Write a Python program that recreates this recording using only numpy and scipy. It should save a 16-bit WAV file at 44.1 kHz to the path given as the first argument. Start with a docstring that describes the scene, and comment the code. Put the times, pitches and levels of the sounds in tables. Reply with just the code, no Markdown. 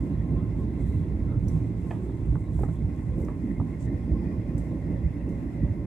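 """A window seat in a jet airliner in flight.
Engines and airflow shake the cabin into a low rumble that swells briefly now and then. Above it sit a
thin hiss of ventilation and a faint, broad whine, which changes colour as the microphone tilts down
halfway through. Close by, plastic trim knocks dully, something ticks lightly and cloth brushes."""
import sys
import numpy as np
from scipy import signal
from scipy.fft import rfft, irfft, next_fast_len
from scipy.io import wavfile
from scipy.ndimage import uniform_filter1d

SR = 44100
rng = np.random.default_rng(int(sys.argv[2]) if len(sys.argv) > 2 else 0)


def master_out(mix):
    """Clip the mix to full scale and print it as 16-bit PCM to the path in sys.argv[1]."""
    frames = np.transpose(np.atleast_2d(mix))
    ceiling = np.clip(frames, -1, 1)
    pcm = np.round(ceiling * 32767).astype(np.int16)
    wavfile.write(sys.argv[1], SR, pcm)


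N = 258426
FFT_SIZE = next_fast_len(N)
T = np.arange(N) / SR
HZ = np.maximum(np.fft.rfftfreq(FFT_SIZE, 1 / SR), 1)


def from_db(db):
    """Decibels to gain."""
    return 10 ** (np.asarray(db) / 20)


def rms_one(x):
    """Scale to unit power."""
    return x / np.sqrt(np.mean(x ** 2) + 1e-20)


def automation(rows):
    """A level or position at every sample, ramping between breakpoints."""
    return np.interp(T, *np.transpose(rows))


def colour(points):
    """An EQ curve: gain at every frequency from a few points."""
    hz, db = np.transpose(points)
    return from_db(np.interp(np.log(HZ), np.log(hz), db))


def band(hz, width_hz):
    """Gain of a resonance, 12 dB down at width_hz either side of its centre."""
    return 1 / (1 + ((HZ - hz) / width_hz) ** 2) ** 2


def noise(gain, channels=1):
    """Steady noise of a given colour, unrelated between channels; rms 1."""
    shape = (channels, len(HZ))
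    white = rng.standard_normal(shape) + 1j * rng.standard_normal(shape)
    return rms_one(irfft(gain * white, FFT_SIZE)[:, :N])


def equalise(x, gain):
    """Apply a gain at every frequency."""
    return irfft(rfft(x, FFT_SIZE) * gain, FFT_SIZE)[:, :N]


def low_pass(x, edge_hz, order=2):
    """Causal Butterworth low-pass."""
    return signal.sosfilt(signal.butter(order, min(edge_hz, SR * .45), fs=SR, output="sos"), x)


def pan(left_db):
    """Stereo gains that put the left channel left_db above the right."""
    return from_db(np.array([[.5], [-.5]]) * left_db)


def decay(start, t60):
    """An envelope that jumps to 1 and falls 60 dB in t60 seconds."""
    return (T >= start) * from_db(-60 * np.clip((T - start) / t60, 0, 4))


def swell(middle, half_s):
    """A bell-shaped envelope that rises and fades."""
    return np.exp(-.5 * ((T - middle) / half_s) ** 2) + 1e-9


def waver(rate_hz, size=4096):
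    """A slow random wander of spread 1."""
    hz = np.arange(size // 2 + 1) * SR / N
    slow = irfft(rfft(rng.standard_normal(size)) / (1 + (hz / rate_hz) ** 2) ** 2)
    return np.interp(T, np.linspace(0, N / SR, size), rms_one(slow))


def steadied(x, span_s):
    """Hold the short-term power of a noise at 1."""
    return x / np.sqrt(uniform_filter1d(x ** 2, max(int(span_s * SR), 2)) + 1e-12)


# Airflow, easing in smoother air; it also drives whine and rumble. Each row: time in seconds, gain in dB.
AIRFLOW = [(0, 1), (1.1, 1.5), (1.65, 1.5), (1.95, -2), (2.45, -6), (3.2, 1.5), (3.55, -2.5), (3.77, -0.5),
           (4.0, 1), (4.9, 1.76), (5.86, 0)]
# Tone of the air bed. Each row: frequency in Hz, gain in dB.
RUSH_EQ = [(30, -0.5), (60, 10.5), (150, 11.5), (330, 3.5), (560, 3), (900, -1), (1200, -11), (1550, -10.5),
           (2300, -12.5), (3100, -24), (4600, -27.5), (8000, -27.5), (11000, -32), (14000, -35)]


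def air_rush(level_db=-48, gust_db=0.88, gust_hz=16, follows_flow=0.17):
    """Air along the skin and from the vents arrives from all sides, never quite even."""
    db = level_db + follows_flow * automation(AIRFLOW) + gust_db * waver(gust_hz)
    return from_db(db) * noise(colour(RUSH_EQ), channels=2) * pan(left_db=-0.6)


# The microphone's move. Each row: time in seconds, tilt from 0 (level) to 1 (down).
MIC_TILT = [(0, 0.12), (2.3, 0.093), (3.1, 0.71), (5.86, 1)]
# Bands of whine and hiss. Each row: centre in Hz, width in Hz, level in dB untilted,
# level in dB tilted, pan in dB to the left.
WHINE_BANDS = [(568, 55, -71, -58.5, -3.5), (897, 110, -68.5, -85.5, -11.5), (1059, 54, -65, -70, 3.5),
               (1323, 60, -81, -94, 10.5), (1920, 230, -74.5, -71.5, 14.5), (2081, 136, -69.5, -69, 1),
               (2446, 60, -86.5, -79.5, 11), (2680, 180, -83.5, -86, -15.5), (3390, 320, -82, -88.5, 7),
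               (3840, 600, -82, -89.5, 8.5), (5140, 630, -94, -94.5, 17.5), (8550, 300, -88, -96.5, 1),
               (10300, 470, -99, -95.5, -16.5)]
# Fader ride on the whole whine. Each row: time in seconds, gain in dB.
WHINE_RIDE = [(0, .5), (1.9, -1.5), (2.3, -.3), (3.7, 1), (4.4, 1.2), (4.9, 2.5), (5.86, 1)]


def whine(waver_db=3.5, waver_hz=19, follows_flow=0.24):
    """Turbulence in the fans and ducts sings in narrow bands, each wavering on its own."""
    tilt = automation(MIC_TILT)
    out = 0
    for hz, width_hz, level_db, tilted_db, left_db in WHINE_BANDS:
        db = level_db + tilt * (tilted_db - level_db) + waver_db * waver(waver_hz)
        out = out + noise(band(hz, width_hz)) * from_db(db) * pan(left_db)
    return out * from_db(automation(WHINE_RIDE) + follows_flow * automation(AIRFLOW))


# Faint rubs. Each row: peak time and half length in seconds, level in dB, centre and width in Hz.
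RUBS = [(.92, 0.11, -74, 3900, 540), (0.403, 0.051, -61, 1260, 310), (1.323, 0.037, -57.5, 1310, 260),
        (4.22, 0.27, -76, 5060, 850), (4.223, 0.0067, -49.5, 840, 90), (4.332, 0.016, -50.5, 1050, 100)]


def scrapes():
    """Light rubbing, each stroke sounding in one narrow band."""
    return sum(from_db(db) * swell(s, half_s) * noise(band(hz, width_hz), channels=2)
               for s, half_s, db, hz, width_hz in RUBS)


# Tone of the fabric. Each row: frequency in Hz, gain in dB.
CLOTH_EQ = [(2500, -12), (4700, -13.5), (5800, -7.5), (8000, 1), (10000, -5), (14000, -2.5)]
# Distinct brushes. Each row: peak time and half length in seconds, level in dB, low-pass in Hz.
CLOTH_BRUSHES = [(0.034, 0.044, -66, 9100), (0.593, 0.03, -69, 11000), (0.815, 0.018, -61, 9500),
                 (0.872, 0.024, -64, 13000), (0.933, 0.089, -66.5, 12600), (1.91, 0.042, -63, 10500),
                 (2.556, 0.019, -61, 11000), (2.61, 0.031, -59.5, 12500), (2.65, 0.012, -62.5, 9500),
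                 (2.707, 0.044, -68.5, 10500), (3.215, 0.029, -64, 14000), (3.83, 0.023, -53, 8100)]


def cloth(start_s=1.4, end_s=3.9, fade_s=0.84, rustle_db=-69.5, uneven_db=3.0, grain_db=2.5,
          catches_per_s=160, catch_db=-6):
    """Sliding cloth hisses and its catching fibres add tiny snaps: a soft rustle, plus brushes."""
    catches = (rng.random(N) < catches_per_s / SR) * rng.standard_normal((2, N))
    snaps = rms_one(equalise(catches, colour(CLOTH_EQ)))
    hiss = noise(colour(CLOTH_EQ), channels=2) * from_db(-grain_db * waver(rate_hz=350))
    fabric = rms_one(hiss + from_db(catch_db) * snaps)
    # The rustle fades in and out around the main part of the microphone's move.
    moving = np.clip(np.minimum(T - start_s, end_s - T) / fade_s + .5, 0, 1)
    rustle = fabric * moving * from_db(rustle_db + uneven_db * waver(rate_hz=8))
    out = low_pass(rustle + 1e-18, edge_hz=10400, order=4)
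    for s, half_s, db, top_hz in CLOTH_BRUSHES:
        brush = from_db(db) * swell(s, half_s) * np.roll(fabric, rng.integers(N), axis=1)
        out = out + low_pass(brush, top_hz, order=4)
    return out * pan(left_db=3.0)


# Tone of a tick. Each row: frequency in Hz, gain in dB.
TICK_EQ = [(2500, -15), (4500, -4.5), (5900, 2), (8000, 1.5), (11000, -2), (14000, -12)]
# Light ticks. Each row: start in seconds, level in dB, decay time in seconds, ring pitch in Hz,
# ring boost in dB, scatter send in dB.
TICK_CUES = [(1.4829, -48.5, 0.036, 5900, 15, -14.5), (2.9622, -64, .02, 7600, 2, -23),
             (3.248, -57.5, 0.041, 5830, 9, -15), (4.579, -54, 0.075, 7950, 12, -11),
             (5.29, -66, 0.079, 6000, 4, -5)]


def ticks(scatter_t60=0.62, seat_delay_s=0.0028, seat_db=-1, seat_t60=0.008):
    """Small hard contacts snap and ring, click as the part seats, and scatter round the cabin."""
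    scatter = noise(colour(TICK_EQ), channels=2)
    click = noise(band(hz=11000, width_hz=6000), channels=2)
    out = 0
    for s, db, t60, ring_hz, ring_db, scatter_db in TICK_CUES:
        ring = from_db(ring_db * band(ring_hz, width_hz=800))
        snap = noise(colour(TICK_EQ) * ring, channels=2) * decay(s, t60)
        seating = from_db(seat_db) * click * decay(s + seat_delay_s, seat_t60)
        tail = from_db(scatter_db) * scatter * decay(s, scatter_t60)
        out = out + from_db(db) * (snap + seating + tail)
    return out * pan(left_db=-4.0)


# Ring of the plastic panel. Each row: pitch in Hz, level in dB, decay time in seconds.
TRIM_MODES = [(330, 1.5, 0.069), (452, 6.5, 0.035), (648, 11, 0.014), (800, 9, 0.017), (910, 11.5, 0.012),
              (1200, 8, 0.011), (1350, 3.5, 0.01), (1700, -4, 0.024), (1950, -5, 0.014), (2374, -7, 0.012),
              (3250, -9.5, 0.0075), (4400, -21, .016)]
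# Dull knocks. Each row: start in seconds, attack level in dB, contact low-pass in Hz,
# chatter decay time in seconds, thud level in dB.
KNOCK_CUES = [(1.9075, -39, 3200, .02, -57), (1.9103, -37, 3600, 0.19, -52), (2.094, -48, 1400, .03, -52),
              (2.354, -41.5, 1700, 0.049, -40), (2.367, -45.5, 2000, 0.059, -55),
              (2.59, -41, 2080, 0.033, -53), (2.607, -49, 696, 0.044, -25), (2.6305, -45, 1700, 0.022, -38),
              (2.6345, -38, 2000, 0.13, -34), (2.686, -45, 2000, 0.12, -43), (3.2838, -38, 2100, 0.16, -49),
              (3.5983, -40, 1410, 0.018, -55), (3.613, -44, 1150, 0.022, -38)]


def trim_knocks(crunch_db=-16, crunch_t60=0.015, chatter_db=-26, tail_db=-41, cabin_t60=.33,
                crack_db=10, mode_spread_db=2.5, thud_t60=0.053, attack_s=.008):
    """A soft contact crunches, chatters and rings the panel; its push adds a low thud."""
    out, size = np.zeros((2, N)), SR // 3
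    t = T[:size]
    modes = np.array([(-1) ** k * from_db(db - 60 * t / t60) * np.sin(2 * np.pi * hz * t)
                      for k, (hz, db, t60) in enumerate(TRIM_MODES)])
    body = steadied(noise(band(hz=300, width_hz=220)), span_s=0.012)
    for s, db, contact_hz, chatter_t60, thud_db in KNOCK_CUES:
        # The modes answer differently to each blow.
        panel = from_db(mode_spread_db * rng.standard_normal(len(modes))) @ modes
        crunch = from_db(crunch_db - 60 * t / crunch_t60) * rng.standard_normal(size)
        chatter = from_db(chatter_db - 60 * t / chatter_t60) * rng.standard_normal(size)
        reflections = from_db(tail_db - 60 * t / cabin_t60) * rng.standard_normal((2, size))
        force = (t == 0) + crunch + chatter + reflections
        ring = signal.fftconvolve(force, panel[None])[:, :size]
        knock = low_pass(ring + from_db(crack_db) * force, contact_hz, order=4)
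        knock *= from_db(db) / np.std(knock[:, t < attack_s])
        at = int(s * SR)
        out[:, at:at + size] += knock[:, :N - at]
        thud = from_db(thud_db) * body * decay(s, thud_t60)
        out += low_pass(thud + 1e-18, contact_hz)
    return out * pan(left_db=-4.5)


# Tone of the engines and airflow. Each row: frequency in Hz, gain in dB.
RUMBLE_EQ = [(20, -28), (33, -32), (46, -6), (60, 0), (85, -5), (120, -4.5), (210, -7), (320, -9.5),
             (385, -17.5), (500, -25.5), (720, -38.5), (1050, -43), (1400, -61), (3000, -77.5)]
# Cabin air and panel resonances. Each row: centre in Hz, width in Hz, boost or cut in dB.
CABIN_RESONANCES = [(112.7, 11, 3.5), (140, 24.3, -6.5), (159.2, 32, 7), (293.2, 52, 3.5), (636, 64, 6.5)]
# Brief swells in the low rumble. Each row: peak time and half length in seconds,
# boom gain in dB, roar gain in dB.
RUMBLE_SWELLS = [(1.011, 0.02, 7.5, -2.5), (1.55, 0.027, 2, 0.5), (2.311, 0.067, 8, 2.5),
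                 (2.608, 0.11, 7.5, 3), (2.845, 0.021, 7.5, -1), (3.597, 0.017, 9, 1),
                 (4.125, 0.024, 8.5, 0.5), (4.584, 0.033, 6, 2.5), (5.063, 0.015, 11.5, -1.5),
                 (5.64, 0.019, 13.5, 2)]
# Gusts lift one band of the roar. Each row: peak time and half length in seconds, level in dB,
# centre and width in Hz.
GUSTS = [(2.136, 0.15, -38.5, 306, 118), (3.206, .06, -47.5, 468, 100), (3.479, 0.049, -29, 240, 111),
         (3.63, 0.045, -31.5, 244, 90), (4.7, 0.06, -47.5, 510, 128), (4.97, 0.051, -49, 538, 110),
         (5.45, 0.057, -34.5, 271, 96)]
# The rumble leans right. Each row: frequency in Hz, left relative to right in dB.
RUMBLE_PAN = [(50, -4.5), (90, -3), (170, -5.5), (240, -2.5), (400, -3), (550, -4)]


def rumble(boom_base_db=-29.5, roar_base_db=-34.5, split_hz=140, tilt_loss_db=4, buffet_db=2.0,
           buffet_hz=11, span_s=.1, lead_rad=0.26, lead_top_hz=280, diffuse_db=-18):
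    """Engines and airflow shake the cabin: a deep boom and a roar above it, each buffeted on its own."""
    tone = colour(RUMBLE_EQ)
    for hz, width_hz, db in CABIN_RESONANCES:
        tone = tone * from_db(db / (1 + (2 * (HZ - hz) / width_hz) ** 2))
    flow = automation(AIRFLOW)
    boom_db = boom_base_db + flow - tilt_loss_db * automation(MIC_TILT) + buffet_db * waver(buffet_hz)
    roar_db = roar_base_db + flow + buffet_db * waver(buffet_hz)
    for s, half_s, more_boom_db, more_roar_db in RUMBLE_SWELLS:
        boom_db += more_boom_db * swell(s, half_s)
        roar_db += more_roar_db * swell(s, half_s)
    low_share = 1 / (1 + (HZ / split_hz) ** 10)
    boom = steadied(noise(tone * np.sqrt(low_share)), span_s) * from_db(boom_db)
    roar = steadied(noise(tone * np.sqrt(1 - low_share)), span_s) * from_db(roar_db)
    for s, half_s, db, hz, width_hz in GUSTS:
        roar += from_db(db) * swell(s, half_s) * steadied(noise(band(hz, width_hz)), span_s)
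    # Long waves reach both ears almost alike, the left a little ahead.
    lead = np.exp(1j * lead_rad / (1 + (HZ / lead_top_hz) ** 4))
    left = np.sqrt(colour(RUMBLE_PAN) * lead)
    ears = equalise(boom + roar, [left, 1 / left])
    diffuse = noise(tone, channels=2) * from_db(roar_base_db + flow + diffuse_db)
    return ears + diffuse


def scene():
    """Air and whine, the small sounds near the seat, and the rumble that fills the cabin."""
    return air_rush() + whine() + scrapes() + cloth() + ticks() + trim_knocks() + rumble()


def record(dry):
    """A 5 ms fade at each end and a steep high cut."""
    fade_s, cutoff_hz = .005, 14250
    fades = np.sin(np.pi / 2 * np.clip(np.minimum(T, T[-1] - T) / fade_s, 0, 1)) ** 2
    high_cut = signal.ellip(12, .1, 90, cutoff_hz, fs=SR, output="sos")
    return signal.sosfilt(high_cut, dry * fades)


dry = scene()
out = record(dry)
master_out(out)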